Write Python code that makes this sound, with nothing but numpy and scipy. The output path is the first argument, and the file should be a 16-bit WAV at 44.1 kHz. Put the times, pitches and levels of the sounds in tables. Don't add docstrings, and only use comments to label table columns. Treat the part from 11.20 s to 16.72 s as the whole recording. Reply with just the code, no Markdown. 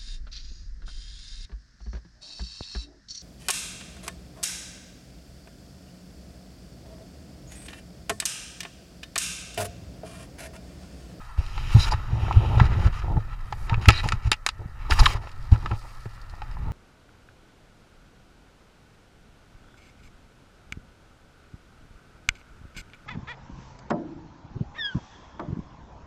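import sys
import numpy as np
from scipy import signal
from scipy.fft import rfft, irfft, next_fast_len
from scipy.io import wavfile
from scipy.ndimage import uniform_filter1d, map_coordinates

SR = 44100
rng = np.random.default_rng(int(sys.argv[2]) if len(sys.argv) > 2 else 0)


def unload_audio(sound):
    columns = np.transpose(np.atleast_2d(sound))
    steps = np.round(np.clip(columns, -1, 1) * 32767)
    wavfile.write(sys.argv[1], SR, steps.astype(np.int16))


N = 243431

# t/s, level/dB, pitch of the push f/Hz, ringing relative to the push/dB
MOUNT_BUMPS = [(0.192, -9.5, 59, -24), (0.554, 0, 97.5, -2), (0.57, -6.5, 103, -4), (0.593, -9, 81, -30),
               (0.747, -17.5, 78.5, -9), (0.934, -12.5, 96, -1.5), (1.037, -12.5, 68, -12),
               (1.173, 0, 68.4, -7.5), (1.374, -7.5, 87, -3.5), (1.417, -1, 104, -10),
               (1.665, -6, 75, -11.5), (1.977, -11, 107, -8.5), (2.526, -9.5, 101, -5.5),
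               (2.58, -15, 90, -5), (2.686, 4.5, 80.4, -11.5), (3.06, -13.5, 68.4, -19),
               (3.077, -11.5, 71.5, -7.5), (3.461, -23, 112, -8.5), (3.723, -8.5, 57.4, -37),
               (3.812, 1, 33, -38), (3.955, -16, 67.6, -5), (4.327, 2, 69, -11.5), (4.533, -18.5, 94, -6),
               (4.864, -25, 117, -3)]
# f/Hz, level/dB, time to fade by 60 dB/s
HOUSING_TONES = [(356, -14.5, 0.021), (857, -10.5, 0.049), (970, 2, 0.01), (1270, -1, 0.0072),
                 (1300, -1, 0.034), (1767, -3.5, 0.031), (1969, -12, 0.054), (2277, -14, 0.053),
                 (2495, -6.5, 0.046), (2674, -1, 0.028), (2836, -8, 0.036), (3117, -7, 0.028),
                 (3784, -0.5, 0.02), (4050, -1.5, 0.022), (4684, -2, 0.036), (5080, 3.5, 0.02),
                 (5650, -2, 0.02), (6660, 0, 0.012), (7200, 10.5, 0.013), (9790, 24, 0.0026)]
# t/s, level/dB
ARM_MOTION = [(0.0, -43.5), (0.14, -45.5), (0.26, -35.5), (0.71, -26.5), (1.0, -38), (1.15, -43),
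              (1.51, -29.5), (2.21, -36.5), (2.69, -30.5), (2.95, -32), (3.17, -45), (3.53, -42),
              (3.83, -19), (4.0, -41.5), (4.44, -32.5), (4.61, -42.5), (4.83, -43.5), (5.52, -34.5)]


def bumps():
    mount_hz, fade_s, lead_s = 108, .15, .05
    out = np.zeros(N)
    t = np.arange(SR // 4) / SR - lead_s
    after = np.maximum(t, 0)
    onset = 1 - np.exp(-(after / 0.0049) ** 2)
    ring = -np.cos(2 * np.pi * mount_hz * after) * amp(-60 * after / fade_s) * onset
    for start, db, push_hz, ring_db in MOUNT_BUMPS:
        push = -np.cos(2 * np.pi * push_hz * t) / np.cosh(t * push_hz / 0.39) ** 2.39
        add(out, start - lead_s, amp(db) * (push + amp(ring_db) * ring))
    return out


def clicks():
    # t/s, relative
    # level/dB, treble limit f/Hz, tone of the touched spot f/Hz
    taps = [(0.177, -38, 900, 800), (0.263, -37.5, 4200, 3900), (0.378, -24, 1790, 860),
            (0.506, -32, 2600, 2600), (1.082, -23.5, 800, 800), (1.109, -14, 650, 950),
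            (1.126, -29, 2580, 2780), (1.3984, -9, 1590, 930), (1.4022, -11.5, 1580, 1800),
            (1.454, -34.5, 4000, 4770), (1.968, -25, 730, 830), (2.3248, -18.5, 1870, 845),
            (2.4961, -21.5, 2140, 830), (2.531, -20.5, 1300, 1250), (2.542, -20.5, 1770, 2600),
            (2.6568, -19, 2900, 2290), (2.685, 1, 4040, 3060), (2.6872, -5, 2600, 2390),
            (2.6908, -8.5, 2550, 1330), (2.704, -11, 3500, 2350), (2.84, -23, 1300, 950),
            (2.876, -38, 9000, 7000), (2.8877, -18, 5870, 1670), (2.9212, -12.5, 2830, 1320),
            (3.1163, -9, 8600, 4000), (3.1174, -10.5, 2130, 2580), (3.129, -16, 4520, 2700),
            (3.139, -27, 3550, 2590), (3.264, -10.5, 8000, 1500), (3.2886, -16, 5500, 3870),
            (3.7092, -13.5, 3500, 1310), (3.7214, -13.5, 2800, 1820), (3.833, -22.5, 2300, 1820),
            (4.039, -36.5, 1200, 710), (4.0715, -30.5, 1400, 910), (4.092, -41, 4000, 2600),
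            (4.1157, -44, 4900, 4600), (4.359, -29.5, 1820, 1300), (4.459, -19.5, 1870, 1420),
            (4.5135, -23, 1310, 1300), (4.8564, -31, 780, 400), (5.097, -45.5, 5000, 4800),
            (5.1376, -36, 840, 860), (5.2186, -25, 1690, 790), (5.313, -46, 5000, 4800),
            (5.3685, -32.5, 690, 930)]
    # f/Hz, level/dB
    crack_colour = [(100, -33), (300, -12.5), (550, -11.5), (900, 1.5), (4000, 3), (9000, 0.5),
                    (15000, -12)]
    out, t = np.zeros(N), np.arange(SR // 10) / SR
    hz, tone_db, fade_s = np.transpose(HOUSING_TONES)[:, :, None]
    for start, db, hard_hz, spot_hz in taps:
        strength, detune, phase = rng.standard_normal((3, len(HOUSING_TONES), 1))
        tones = np.sin(2 * np.pi * hz * (1 + 0.011 * detune) * t + np.pi * phase)
        tones *= amp(tone_db + 2 * strength - 60 * t / fade_s)
        crack = coloured(rng.standard_normal(len(t)), crack_colour)
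        crack *= amp(9 - 60 * t / 0.012) + amp(-2.5 - 60 * t / 0.055)
        blow = (tones.sum(0) + crack) * (1 - np.exp(-t / 0.0004))
        softness = lambda f: 1 / (1 + 1j * f / hard_hz) ** 2 / (1 + (f / (3.4 * hard_hz)) ** 4)
        spot = lambda f: 1 + 2 / (1 + 1j * (f - spot_hz) / (0.16 * spot_hz))
        add(out, start, amp(db - 19) * unit(filtered(blow, lambda f: softness(f) * spot(f))))
    return out


def zips():
    # t/s, length/s, level/dB, first rib rate/Hz, last rib rate/Hz, roughness/0-1
    edge_slides = [(0.594, 0.06, -32, 3950, 3880, 0.35), (0.594, 0.062, -34.5, 5300, 5050, .6),
                   (0.711, 0.021, -32, 5200, 4750, 0.45), (0.718, 0.028, -25.5, 1272, 930, 0.45),
                   (2.495, 0.053, -35, 853, 916, 0.23), (2.72, 0.018, -38, 5050, 4980, 0.25),
                   (2.745, 0.064, -35.5, 3950, 3920, 0.3), (2.776, 0.008, -28, 4350, 4200, 0.2),
                   (3.704, 0.01, -29, 5200, 5000, 0.45), (3.72, 0.0153, -24, 3040, 1800, .8),
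                   (3.786, 0.026, -25, 1650, 950, 0.7), (3.791, 0.018, -22, 5330, 4900, .7),
                   (3.8565, .0175, -13, 6000, 950, 0.1), (3.857, 0.013, -15, 4700, 3100, 0.8)]
    bite_s, stop_s = 0.003, 0.008
    out, size = np.zeros(N), SR // 8
    for start, length, db, first_hz, last_hz, rough in edge_slides:
        progress = np.minimum(np.arange(size) / SR / length, 1)
        rib_hz = last_hz + (first_hz - last_hz) * np.exp(-progress / 0.17)
        phase = 2 * np.pi * np.cumsum(rib_hz + 900 * rough * wobble(2500, size)) / SR
        ribs = through_housing(np.sin(phase) + 0.087 * np.sin(2 * phase), width_hz=70, direct=0.25)
        # f/Hz, level/dB
        scuff_colour = [(300, -24), (.5 * last_hz, -7), (last_hz, 0), (1.11 * last_hz, -3),
                        (2 * last_hz, -17), (5 * last_hz, -34)]
        scuff = coloured(rng.standard_normal(size), scuff_colour)
        scuff = through_housing(scuff, width_hz=20, direct=.02)
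        ramps = np.minimum(progress / bite_s, (1 - progress) / stop_s) * length
        grip = np.sqrt(np.clip(ramps, 0, 1))
        add(out, start, amp(db) * grip * (np.sqrt(1 - rough ** 2) * ribs + rough * scuff))
    return out


def palm():
    # t/s, length/s, drag level/dB, swell/dB, shaking relative to the drag/dB
    squeezes = [(0.874, 0.59, -40, 12.5, 15), (1.49, 0.19, -39.5, 3, 17.5), (1.832, 0.14, -36.5, 7.5, 9.5),
                (2.509, 0.02, -37, 1, 2.5), (2.568, 0.061, -43, 5, 10), (2.832, 0.031, -35, 5, 12),
                (2.926, 0.013, -52.5, -0.5, 29.5), (3.39, 0.1, -50, -20, 6.5),
                (3.695, 0.014, -28.5, -12, -2), (3.784, 0.274, -48, -3, 8), (4.335, 0.029, -42.5, -8, 17),
                (4.42, 0.047, -45, 5, 12.5), (4.503, 0.011, -33.5, 9, 10.5), (4.633, 0.02, -45, 0, 0),
                (5.34, 0.44, -46.5, 29.5, 24)]
    # f/Hz, level/dB
    shake_colour = [(25, -38.5), (50, 3), (85, -2.5), (120, -1.5), (150, -12), (200, -19.5), (300, -29.5),
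                    (600, -133)]
    drag_colour = [(130, -2), (200, -6.5), (270, -2.5), (340, 6), (450, -0.5), (650, -2.5), (890, 6.5),
                   (1150, -17.5), (2000, -45), (6000, -76)]
    press = lambda rows: strokes(rows, attack_s=0.0096, release_s=0.11)
    slip_s, slip_lead_s = 0.025, 0.013
    hold = amp(curve(ARM_MOTION))
    slips = press([(start - slip_lead_s, slip_s, db, 0) for start, db, *_ in MOUNT_BUMPS])
    shakes = press([(start, length, db + shake_db, swell)
                    for start, length, db, swell, shake_db in squeezes])
    drags = press([row[:4] for row in squeezes])
    shake_gain = np.linalg.norm([amp(-6) * hold, shakes, amp(-23) * slips], axis=0)
    drag_gain = np.linalg.norm([amp(-23) * hold, drags, amp(-37) * slips], axis=0)
    shake = shake_gain * coloured(rng.standard_normal(N), shake_colour)
    drag = drag_gain * coloured(friction(grain_db=5.5, flutter_db=3.5), drag_colour)
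    return shake + drag


def fingers():
    # t/s, length/s, relative level/dB, swell/dB, offset for the hiss/dB
    slides = [(0.0, 0.24, -46, -6, -44.5), (0.174, 0.16, -50.5, -3, -1), (0.34, 0.35, -46.5, 8, 0),
              (0.514, 0.12, -35, 4.5, -5), (0.638, 0.05, -32, 3, -10.5), (0.702, 0.04, -25.5, 3, -21.5),
              (0.75, 0.135, -42.5, -2, -15), (0.888, 0.14, -40, 4, -16), (1.021, 0.34, -37, 0.5, -16),
              (1.371, 0.098, -28, -1.5, -22), (1.47, 0.069, -33.5, 12, -34), (1.524, 0.15, -34, 13, -18),
              (1.721, 0.08, -36, 2.5, -14.5), (1.813, 0.12, -46, -22, -29), (2.09, 0.054, -40, 6, -31),
              (2.467, 0.061, -35.5, 6.5, -28), (2.609, 0.12, -38.5, -9, -11), (2.686, 0.13, -39.5, 2, -7.5),
              (2.827, 0.13, -40, -14, -7.5), (3.017, 0.06, -43, 13.5, -9.5), (3.585, 0.24, -45.5, -7, -31),
              (3.692, 0.046, -37.5, 11, 0), (3.745, 0.072, -35, 8, -2), (3.826, 0.11, -31, -4, -5.5),
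              (3.93, 0.04, -34.5, 10.5, -19), (4.01, 0.086, -46.5, -1, -11.5),
              (4.311, 0.038, -34.5, -1, -12.5), (4.396, 0.16, -47.5, 10, -12),
              (4.61, 0.74, -51.5, -11, -22)]
    # f/Hz, level/dB
    rub_colour = [(300, -18), (650, 1.5), (900, 2), (1300, 4.5), (1550, 2.5), (2200, -3.5), (2900, -8.5),
                  (3500, -8.5), (4200, -13.5), (7000, -24), (15000, -53.5)]
    hiss_colour = [(1000, 6), (2500, 11), (4000, 6), (5300, 6), (6200, 2.5), (7100, -2.5), (8300, -7),
                   (9700, -9), (12000, -14.5), (15000, -31.5)]
    fizz_colour = [(4000, -3.5), (8500, 8.5), (11500, 2.5), (14500, 0)]
    creep = amp(-16 + 0.83 * curve(ARM_MOTION))
    rub_gain = np.hypot(creep, strokes([row[:4] for row in slides]))
    hiss_gain = strokes([(start, length, db + hiss_db, swell)
                         for start, length, db, swell, hiss_db in slides])
    rubbing = through_housing(friction(grain_db=2, flutter_db=1.1), width_hz=50, direct=.1)
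    fibres = through_housing(friction(grain_db=2, flutter_db=.8), width_hz=60, direct=.15)
    rub = amp(-6.5) * rub_gain * coloured(rubbing, rub_colour)
    hiss = amp(1) * hiss_gain * coloured(fibres, hiss_colour)
    fizz = amp(5.5) * hiss_gain ** 1.5 * coloured(friction(grain_db=3, flutter_db=1.5), fizz_colour)
    return rub + hiss + fizz


def creak():
    # f/Hz, level/dB
    creak_colour = [(700, -13), (1350, 4), (1550, 0.5), (2300, -1), (2650, -6), (3900, -2), (5200, -11),
                    (10000, -33.5)]
    slips_per_s, unevenness = 170, 0.8
    start, length, db, swell_db = 2.70, 0.108, -34.5, -5.5
    slip_count = np.cumsum(slips_per_s * np.exp(unevenness * wobble(150))) / SR
    slips = np.diff(np.floor(slip_count), prepend=0) * amp(3 * rng.standard_normal(N))
    t = np.arange(SR // 10) / SR
    ring = sum(amp(-60 * t / fade_s) * np.sin(2 * np.pi * (hz * t + rng.random())) / np.sqrt(fade_s)
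               for hz, _, fade_s in HOUSING_TONES)
    rasp = coloured(signal.fftconvolve(slips, ring)[:N], creak_colour)
    return strokes([(start, length, db, swell_db)], release_s=0.053) * rasp


def weave():
    # t/s, length/s, level/dB, swell/dB
    scrapes = [(0.33, 0.213, -49.5, 5), (0.99, 0.39, -48, 3)]
    # f/Hz, level/dB
    scrape_colour = [(1900, -24), (2450, -3), (3100, -3.5), (3600, -10), (4600, -28.5)]
    scraping = through_housing(rng.standard_normal(N), width_hz=85, direct=.3)
    return strokes(scrapes) * coloured(scraping, scrape_colour)


def sleeve():
    # t/s, length/s, level/dB, swell/dB
    swishes = [(0.0, 0.34, -66, 1), (2.25, 0.22, -64, 9), (4.55, 0.41, -66, -6)]
    # f/Hz, level/dB
    swish_colour = [(2000, -26), (4500, 2), (6100, -2.5), (7500, -3), (9000, -2.5), (15500, -13.5)]
    return strokes(swishes) * coloured(friction(grain_db=2.5, flutter_db=2), swish_colour)


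def clothes():
    # t/s, level/dB
    rustle_levels = [(0, -67), (3.6, -70.5), (4.1, -64), (4.7, -59.5), (5.3, -68), (5.52, -70)]
    # f/Hz, level/dB
    rustle_colour = [(1200, -25.5), (2500, -6), (3600, 2), (4800, 8), (6000, -3), (9000, -6.5),
                     (15000, -20.5)]
    grains_per_s, fade_s = 600, 0.017
    chance, size = rng.random(N), rng.exponential(size=N)
    grains = (chance < grains_per_s / SR) * amp(3.5 * np.minimum(size, 3))
    t = np.arange(SR // 50) / SR
    rustle = signal.fftconvolve(grains, amp(-60 * t / fade_s))[:N] * rng.standard_normal(N)
    return amp(curve(rustle_levels)) * coloured(rustle, rustle_colour)


def traffic():
    # f/Hz, level/dB
    tyre_colour = [(50, 21.5), (115, 6.5), (170, -15.5), (240, 4.5), (350, -5), (520, 4.5), (700, 4),
                   (1000, -8.5), (1300, -22), (1550, 0.5), (1850, 11), (3200, -54), (5500, -12.5),
                   (15000, -22.5)]
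    hollow_hz, width_hz = 1290, 85
    tyres = coloured(rng.standard_normal(N), tyre_colour)
    resonance = lambda hz: 1 / (1 + 1j * (hz - hollow_hz) / width_hz) ** 2
    hollow = unit(filtered(rng.standard_normal(N), resonance))
    return amp(-54.5) * tyres + amp(-59) * hollow


def air():
    # f/Hz, level/dB
    air_colour = [(8, 16.5), (20, 22), (38, 21.5), (60, 7), (115, 6), (160, -26.5), (250, -46.5)]
    return amp(curve(ARM_MOTION) + 2.5) * coloured(rng.standard_normal(N), air_colour)


def through_housing(x, width_hz, direct):
    def response(hz):
        power = direct
        for tone_hz, _, fade_s in HOUSING_TONES:
            damping_hz = np.log(1000) / (2 * np.pi * fade_s)
            width = width_hz * np.sqrt(tone_hz / 1300) + damping_hz
            power = power + 1 / (1 + ((hz - tone_hz) / width) ** 2) ** 2
        return np.sqrt(power)
    return unit(filtered(x, response))


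def friction(grain_db, flutter_db):
    spectrum = signal.stft(rng.standard_normal(N), nperseg=512)[2]
    patches = uniform_filter1d(rng.standard_normal(spectrum.shape), size=3, axis=0)
    patches = unit(uniform_filter1d(patches, size=20, axis=1))
    noise = signal.istft(spectrum * amp(1.5 * patches), nperseg=512)[1][:N]
    return noise * amp(grain_db * wobble(900) + flutter_db * wobble(60))


def strokes(rows, attack_s=0.0076, release_s=0.061):
    power, t = np.zeros(N), np.arange(SR) / SR
    for start, length, db, swell_db in rows:
        hold_db = db + swell_db * (np.minimum(t / length, 1) - .5)
        release_db = -60 * np.maximum(t - length, 0) / release_s
        add(power, start, (np.minimum(t / attack_s, 1) * amp(hold_db + release_db)) ** 2)
    return np.sqrt(power)


def amp(db):
    return 10 ** (np.asarray(db) / 20)


def unit(x):
    return x / np.sqrt(np.mean(x ** 2) + 1e-20)


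def curve(rows):
    times, values = np.transpose(rows)
    return np.interp(np.arange(N) / SR, times, values)


def wobble(rate, size=N):
    return map_coordinates(rng.standard_normal(size + 4), [np.arange(size) * rate / SR], order=1)


def filtered(x, response):
    padded = next_fast_len(len(x) + 8192)
    hz = np.fft.rfftfreq(padded, 1 / SR)
    return irfft(rfft(x, padded) * response(hz), padded)[:len(x)]


def coloured(x, points):
    f, db = np.transpose(points)
    return unit(filtered(x, lambda hz: amp(np.interp(np.log(hz + 1), np.log(f), db))))


def add(track, start, sound):
    i = max(round(start * SR), 0)
    track[i:i + len(sound)] += sound[:N - i]


def scene():
    handling = bumps() + clicks() + zips() + creak() + palm() + fingers() + weave()
    return (handling + sleeve() + clothes() + traffic() + air())[None]


def record(dry):
    ceiling, top_hz = .97, 15600
    rounded = dry[0] / (1 + np.abs(dry[0] / ceiling) ** 6) ** (1 / 6)
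    return filtered(rounded, lambda hz: np.clip((top_hz - hz) / 500 + .5, 0, 1))[None]


dry = scene()
out = record(dry)
unload_audio(out)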